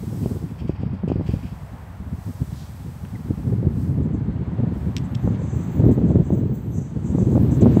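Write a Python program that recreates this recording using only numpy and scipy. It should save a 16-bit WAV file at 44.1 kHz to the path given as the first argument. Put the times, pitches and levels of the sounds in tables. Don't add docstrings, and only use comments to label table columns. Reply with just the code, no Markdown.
import sys
import numpy as np
from scipy import signal
from scipy.fft import rfft, irfft, next_fast_len
from scipy.io import wavfile
from scipy.ndimage import uniform_filter1d, minimum_filter1d, map_coordinates

SR = 44100
rng = np.random.default_rng(int(sys.argv[2]) if len(sys.argv) > 2 else 0)


def log_audio(samples):
    frames = np.atleast_2d(samples).T
    limited = np.clip(frames, -1, 1)
    pcm = np.round(limited * 32767).astype(np.int16)
    wavfile.write(sys.argv[1], SR, pcm)


N = 343980

# time_s, strength_db
BREEZE = [(0.0, -30.5), (0.25, -26.5), (0.49, -33.5), (0.98, -35), (1.3, -32.5), (1.6, -37.5), (2.0, -43),
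          (2.95, -38), (3.35, -35.5), (3.75, -21), (4.51, -27), (5.75, -26), (5.89, -14), (5.96, -21),
          (6.16, -19), (6.25, -25.5), (6.45, -21.5), (6.6, -28.5), (6.66, -27.5), (6.78, -24), (6.88, -33),
          (6.96, -26), (7.37, -19.5), (7.8, -16)]
# freq_hz, gain_db
SMALL_EDDIES = [(50, -46), (130, -11), (235, 4), (390, -3.5), (600, -16.5), (850, -27.5), (1300, -43),
                (2200, -55), (4000, -62.5), (9000, -88)]


def amp(db):
    return 10 ** (np.asarray(db) / 20)


def unit(x):
    return x / np.sqrt(np.mean(x ** 2) + 1e-20)


def colour(points):
    f, db = np.transpose(points)
    return lambda hz: amp(np.interp(np.log(hz + 1), np.log(f), db))


def resonance(centre_hz, width_hz, order=1):
    return lambda f: (1j * f * width_hz / (centre_hz ** 2 - f * f + 1j * f * width_hz)) ** order


def mode_cluster(centre_hz, width_hz, ripple_db=3, spacing_hz=70):
    grid = np.arange(0, SR, spacing_hz)
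    ripple = amp(ripple_db * rng.standard_normal(len(grid)))
    return lambda f: resonance(centre_hz, width_hz, order=2)(f) * np.interp(f, grid, ripple)


def filtered(x, response):
    size = next_fast_len(len(x) + 8192)
    return irfft(rfft(x, size) * response(np.fft.rfftfreq(size, 1 / SR)), size)[:len(x)]


def noise(response, size=N):
    return unit(filtered(rng.standard_normal(size), response))


def clock():
    return np.arange(N) / SR


def curves(rows):
    times, *columns = np.transpose(rows)
    return [np.interp(clock(), times, column) for column in columns]


def wobble(rate_hz):
    return map_coordinates(rng.standard_normal(int(N * rate_hz / SR) + 4), [clock() * rate_hz])


def swell(peak_s, half_length_s):
    return np.exp(-((clock() - peak_s) / half_length_s) ** 2)


def decay(t, t60_s):
    return np.exp(-np.log(1000) * t / t60_s)


def steadied(x, span_s):
    size = int(span_s * SR)
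    power = uniform_filter1d(uniform_filter1d(x * x, size), size)
    return x / np.sqrt(np.abs(power) + 1e-12)


def add(track, start_s, sound):
    start = max(round(start_s * SR), 0)
    track[start:start + len(sound)] += sound[:max(N - start, 0)]


def gust_strength(flutter_db=1.21):
    # peak_s, half_length_s, rise_db
    puffs = [(0.459, 0.029, 6), (0.648, 0.048, 7), (0.853, 0.053, 10.5), (0.942, 0.018, 9),
             (1.124, 0.12, 10), (1.357, 0.021, 10.5), (1.454, 0.016, 7.5), (2.017, 0.025, 13),
             (2.12, 0.06, 11), (2.294, 0.031, 15), (2.415, 0.019, 21), (2.546, 0.088, 6.5),
             (2.876, 0.032, 7.5), (3.142, 0.061, 7.5), (3.294, 0.025, 14), (3.486, 0.088, 11),
             (3.644, 0.022, 9), (4.003, 0.026, 5), (4.645, 0.061, 6), (4.883, 0.023, 6), (5, 0.012, 5),
             (5.289, 0.083, 7), (5.584, 0.043, 5), (5.813, 0.073, 6), (6.088, 0.04, 5), (6.183, 0.033, 4.5),
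             (6.328, 0.034, 6.5), (7.2, 0.025, 8.5), (7.35, 0.066, 5), (7.652, 0.074, 4.5)]
    breeze_db, = curves(BREEZE)
    puffs_db = sum(db * swell(peak_s, half_length_s) for peak_s, half_length_s, db in puffs)
    return breeze_db + puffs_db + flutter_db * wobble(rate_hz=22)


def wind(steepness=1.289, sputter_db=5.5, deep_hz=85, deep_shrink=0.65, gap_fill=0.13):
    # freq_hz, gain_db
    large_eddies = [(22, -43), (33, -29), (45, -25), (62, -3.5), (108, 0.5), (170, -2.5), (235, -10),
                    (320, -21), (450, -53.5), (800, -90)]
    # time_s, gain_db
    turbulence = [(0, -4), (.3, 4), (.9, -7.5), (3.1, -3.5), (3.7, -7), (4.6, 1), (5.1, -7), (5.9, -0.5),
                  (7.3, -0.5), (7.75, -1)]
    gust_db = gust_strength()
    small_db, = curves(turbulence)
    lumps = np.tanh(1.07 * wobble(rate_hz=55))
    large = steadied(noise(colour(large_eddies)), span_s=0.041)
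    deep = filtered(large, lambda f: 1 / (1 + (f / deep_hz) ** 4))
    large = large + deep * (amp(-deep_shrink * (gust_db - gust_db.mean())) - 1)
    bursts = rng.standard_normal(N) * amp(3.7 * wobble(rate_hz=280))
    small = steadied(filtered(bursts, colour(SMALL_EDDIES)), span_s=0.033)
    breeze_db, = curves(BREEZE)
    gaps_db = sputter_db - gap_fill * (breeze_db - breeze_db.mean())
    thumps = steadied(amp(gaps_db * lumps), span_s=0.076)
    rumble = amp(gust_db + 1.5) * thumps * large
    sputter = amp(small_db + steepness * gust_db) * unit(thumps ** steepness) * small
    return rumble + sputter


def far_roar():
    # time_s, roar_db, wash_db
    faders = [(0.0, -52, -57), (1.15, -50.5, -71), (1.28, -50, -53), (1.78, -50, -68), (2.67, -52, -58),
              (3.84, -51, -64.5), (5.73, -46.5, -57.5), (6.75, -54.5, -62), (7.6, -46.5, -53),
              (7.8, -43, -53)]
    # freq_hz, gain_db
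    roar_tone = [(60, 8.5), (250, -2), (500, 1), (900, 2.5), (1300, -4), (1900, -8), (2800, -16.5),
                 (4500, -25), (9000, -60)]
    # freq_hz, gain_db
    wash_tone = [(900, -26), (2000, -2.5), (3300, -1.5), (4200, -5), (5500, -12), (8000, -11), (9500, -38)]
    roar_db, wash_db = curves(faders)
    roar = amp(roar_db + 3.6 + 0.6 * wobble(rate_hz=5.5)) * noise(colour(roar_tone))
    wash = amp(wash_db - 5.5) * noise(colour(wash_tone))
    return roar + wash


def airy_hiss():
    # time_s, gain_db
    fader = [(0.0, -64.5), (0.3, -61.5), (0.83, -85.5), (1.2, -83.5), (1.31, -69.5), (2.06, -74),
             (2.27, -65), (3.5, -70), (3.66, -77.5), (3.82, -66.5), (4.13, -85), (4.68, -84.5), (4.77, -72),
             (6.5, -94), (7.05, -78.5), (7.36, -70.5), (7.8, -75.5)]
    # freq_hz, gain_db
    tone = [(1200, -17.5), (3000, 2), (5000, 7), (7200, 5.5), (8300, 10), (9000, 2), (12500, 6),
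            (15700, 2.5)]
    gain_db, = curves(fader)
    return amp(gain_db + 10) * noise(colour(tone))


def clanks(attack_s=0.0022, knock_t60_s=0.24, jingle_t60_s=0.65, rough_db=2.5):
    # start_s, knock_db, jingle_db
    hits = [(0.225, -55.5, -64), (0.484, -57.5, -69), (0.582, -52, -59.5), (0.674, -51, -62),
            (0.748, -60, -63), (0.806, -54.5, -62), (0.928, -56, -69), (1.078, -47.5, -64),
            (1.112, -57, -62), (1.262, -45.5, -58), (1.308, -55, -59), (1.426, -53, -63),
            (1.452, -51.5, -65)]
    # pitch_hz, width_hz, gain_db
    modes = [(2480, 500, 1), (3180, 350, -5), (4700, 300, -4), (5290, 450, -7)]
    # freq_hz, gain_db
    knock_tone = [(1100, -16), (1830, -3), (2130, -6), (2520, 2), (3200, -4), (3600, -13), (4700, -12),
                  (6000, -18), (8200, -17), (9500, -34)]
    knock_power, jingle_power = np.zeros(N), np.zeros(N)
    t = np.arange(SR) / SR
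    attack = 1 - np.exp(-t / attack_s)
    for start_s, knock_db, jingle_db in hits:
        add(knock_power, start_s, (amp(knock_db) * attack * decay(t, knock_t60_s)) ** 2)
        add(jingle_power, start_s, (amp(jingle_db) * attack * decay(t, jingle_t60_s)) ** 2)
    metal = sum(amp(db) * noise(resonance(hz, width, order=2)) for hz, width, db in modes)
    scrape = unit(amp(rough_db * wobble(rate_hz=250)))
    knock = np.sqrt(knock_power) * noise(colour(knock_tone))
    return scrape * (knock + np.sqrt(jingle_power) * metal)


def buffets(low_cut_hz=110, wake_db=-14, wake_peak_s=0.0034, lead_s=0.01):
    # peak_s, level_db, width_ms
    eddies = [(0.26, -11.5, 0.82), (0.695, -10.5, 0.81), (0.834, -15.5, 0.96), (1.036, -17.5, 0.74),
              (1.078, -14, 1.06), (1.101, -13.5, 0.73), (1.118, -9, 0.71), (1.158, -9.5, 1.5),
              (1.197, -12.5, 1.3), (1.211, -16.5, 0.77), (1.29, -10, 2.15), (1.337, -7.5, 1.95),
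              (3.307, -9, 1.3), (3.629, -11, 1.27), (3.67, -8.5, 1.8), (5.276, -11, 0.62),
              (5.865, -2.5, 1.6), (5.893, -4.5, 0.9), (5.978, -8.5, 1.05), (6.017, -10, 1),
              (6.305, -9, 0.82), (6.415, -11.5, 1.37), (7.15, -9, 1.16), (7.185, -12.5, 0.6),
              (7.226, -7, 1.2), (7.356, -15, 0.5), (7.378, -7.5, 0.69), (7.411, -6.5, 1.8),
              (7.659, -5.5, 0.57), (7.666, -5.5, 0.65), (7.771, -4.5, 0.71)]
    track = np.zeros(N)
    t = np.arange(SR // 12) / SR - lead_s
    low_cut = signal.butter(2, low_cut_hz, 'high', fs=SR, output='sos')
    age = np.maximum(t, 0) / wake_peak_s
    for (peak_s, db, width_ms), sign in zip(eddies, rng.choice([-1, 1], len(eddies))):
        spike = signal.sosfilt(low_cut, (1 + (1000 * t / width_ms) ** 2) ** -1.4)
        wake = amp(wake_db) * age * np.exp(1 - age) * noise(colour(SMALL_EDDIES), size=len(t))
        add(track, peak_s - lead_s, amp(db) * (sign * spike / np.abs(spike).max() + wake))
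    return track


def swishes():
    # peak_s, level_db, half_length_s, centre_hz, width_hz
    scuffs = [(2.6, -54, .09, 4300, 8000), (5.351, -52, .014, 2300, 4200), (7.629, -49, .016, 2900, 4800),
              (7.71, -55, .06, 2800, 4800)]
    return sum(amp(db) * swell(peak_s, half_length_s) * noise(resonance(hz, width, order=5))
               for peak_s, db, half_length_s, hz, width in scuffs)


def clicks(tail_db=-25, tail_t60_s=0.12, snap_db=1):
    # start_s, level_db, t60_s, centre_hz, width_hz
    contacts = [(3.051, -44, 0.015, 1770, 2200), (4.9663, -19, 0.006, 4400, 8500),
                (4.9735, -35, 0.016, 3200, 5000), (4.9823, -32.5, 0.009, 4400, 6500),
                (5.148, -44, 0.036, 3300, 3970), (5.1513, -33.5, 0.013, 4300, 5160)]
    # pitch_hz, width_hz, gain_db
    modes = [(1700, 1300, 0), (3300, 900, 3), (5520, 750, 0), (7950, 300, -1), (12500, 2500, -17)]

    def body(f):
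        return sum((-1) ** k * amp(db) * resonance(hz, width)(f)
                   for k, (hz, width, db) in enumerate(modes))

    track, t = np.zeros(N), np.arange(SR // 6) / SR
    for start_s, db, t60_s, hz, width in contacts:
        envelope = decay(t, t60_s) + amp(tail_db) * decay(t, tail_t60_s)
        force = np.linalg.norm(envelope)
        rattle = envelope * rng.standard_normal(len(t))
        snap = amp(snap_db) * force * (t == 0)
        crack = filtered(snap + rattle, lambda f: body(f) * resonance(hz, width, order=2)(f))
        add(track, start_s, amp(db) * force * crack / np.linalg.norm(crack))
    return track


def squeak():
    # peak_s, level_db, half_length_s, pitch_hz, glide_hz_per_s
    chirp = (3.157, -43.5, .0055, 2040, -22000)
    peak_s, db, half_length_s, hz, glide_hz_per_s = chirp
    t = clock() - peak_s
    phase = 2 * np.pi * (hz + glide_hz_per_s * t / 2) * t
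    return amp(db) * swell(peak_s, half_length_s) * np.sin(phase)


def rails(start_s=4.1, start_db=-79, growth_db_per_s=3.5, ring_db=-4, bed_db=-3.5, flare_width_hz=2000):
    # pitch_hz, width_hz, gain_db
    modes = [(5955, 50, -6), (6160, 80, 0), (6684, 70, -6), (6965, 80, -4), (7364, 90, -6), (7592, 40, -3),
             (7738, 80, -5)]
    # freq_hz, gain_db
    bed_tone = [(4300, -29), (5400, -11), (6200, 1), (7100, -3), (7900, 2), (8600, -5.5), (9300, -25),
                (11000, -35.5), (13000, -21), (15700, -24)]
    # peak_s, rise_s, level_db, centre_hz
    flares = [(4.04, .025, -65.5, 7200), (4.145, .025, -63.5, 7200), (5.05, .018, -61, 7700),
              (5.25, .08, -63, 6800), (5.54, .2, -57, 7000), (5.925, .018, -57, 7600),
              (6.09, .045, -62, 7300), (6.26, .035, -61, 7100), (6.335, .015, -57.5, 7500),
              (6.385, .018, -60, 7600), (6.57, .04, -63, 7400), (6.78, .075, -53.5, 6200),
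              (7.075, .055, -54, 7100), (7.215, .06, -54.5, 6700), (7.33, .025, -58, 7400),
              (7.53, .024, -47.5, 7000), (7.616, .01, -49, 7000), (7.78, .08, -57, 7100)]
    t = clock()
    ring = sum(amp(db + 2.6 * wobble(rate_hz=30)) * noise(resonance(hz, width, order=2))
               for hz, width, db in modes)
    hiss = amp(ring_db) * unit(ring) + amp(bed_db) * noise(colour(bed_tone))
    approach = (t > start_s) * amp(start_db + growth_db_per_s * (t - start_s))
    track = approach * noise(colour(bed_tone))
    for peak_s, rise_s, db, hz in flares:
        age = np.maximum(1 + (t - peak_s) / rise_s, 0)
        envelope = (age * np.exp(1 - age)) ** 2
        track += amp(db) * envelope * unit(filtered(hiss, resonance(hz, flare_width_hz)))
    flutter = amp(1.5 * wobble(rate_hz=90))
    return flutter * track


def rail_whistles(attack_s=0.08, release_s=0.045, shimmer_db=2.4):
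    # start_s, end_s, pitch_hz, width_hz, level_db
    whistles = [(5.05, 5.25, 12235, 160, -70), (5.5, 5.92, 15170, 150, -65), (5.55, 5.95, 12230, 90, -71),
                (6.11, 6.63, 15190, 340, -69), (6.3, 6.57, 15185, 12, -67), (5.52, 5.9, 13300, 2300, -73),
                (6.5, 6.78, 12750, 900, -66.5), (7.27, 7.85, 13500, 3000, -63)]
    track, t = np.zeros(N), np.arange(SR) / SR
    attack = np.minimum(t / attack_s, 1)
    for start_s, end_s, hz, width, db in whistles:
        release = np.exp(-np.maximum(t - (end_s - start_s), 0) / release_s)
        add(track, start_s, amp(db) * attack * release * noise(mode_cluster(hz, width), size=SR))
    return track * amp(shimmer_db * wobble(rate_hz=33))


def scene():
    gusts = wind() + buffets()
    distance = far_roar() + airy_hiss() + rails() + rail_whistles()
    details = clanks() + swishes() + clicks() + squeak()
    return (gusts + distance + details)[None]


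def limited(x, ceiling=0.97, window_samples=300):
    needed_gain = ceiling / np.maximum(np.abs(x), ceiling)
    held_gain = minimum_filter1d(needed_gain, 2 * window_samples)
    return x * uniform_filter1d(uniform_filter1d(held_gain, window_samples), window_samples)


def record(dry, sub_cut_hz=40, top_hz=15750):
    sub_cut = signal.butter(4, sub_cut_hz, 'high', fs=SR, output='sos')
    sound = limited(signal.sosfilt(sub_cut, dry[0]))
    return filtered(sound, lambda hz: hz < top_hz)[None]


dry = scene()
out = record(dry)
log_audio(out)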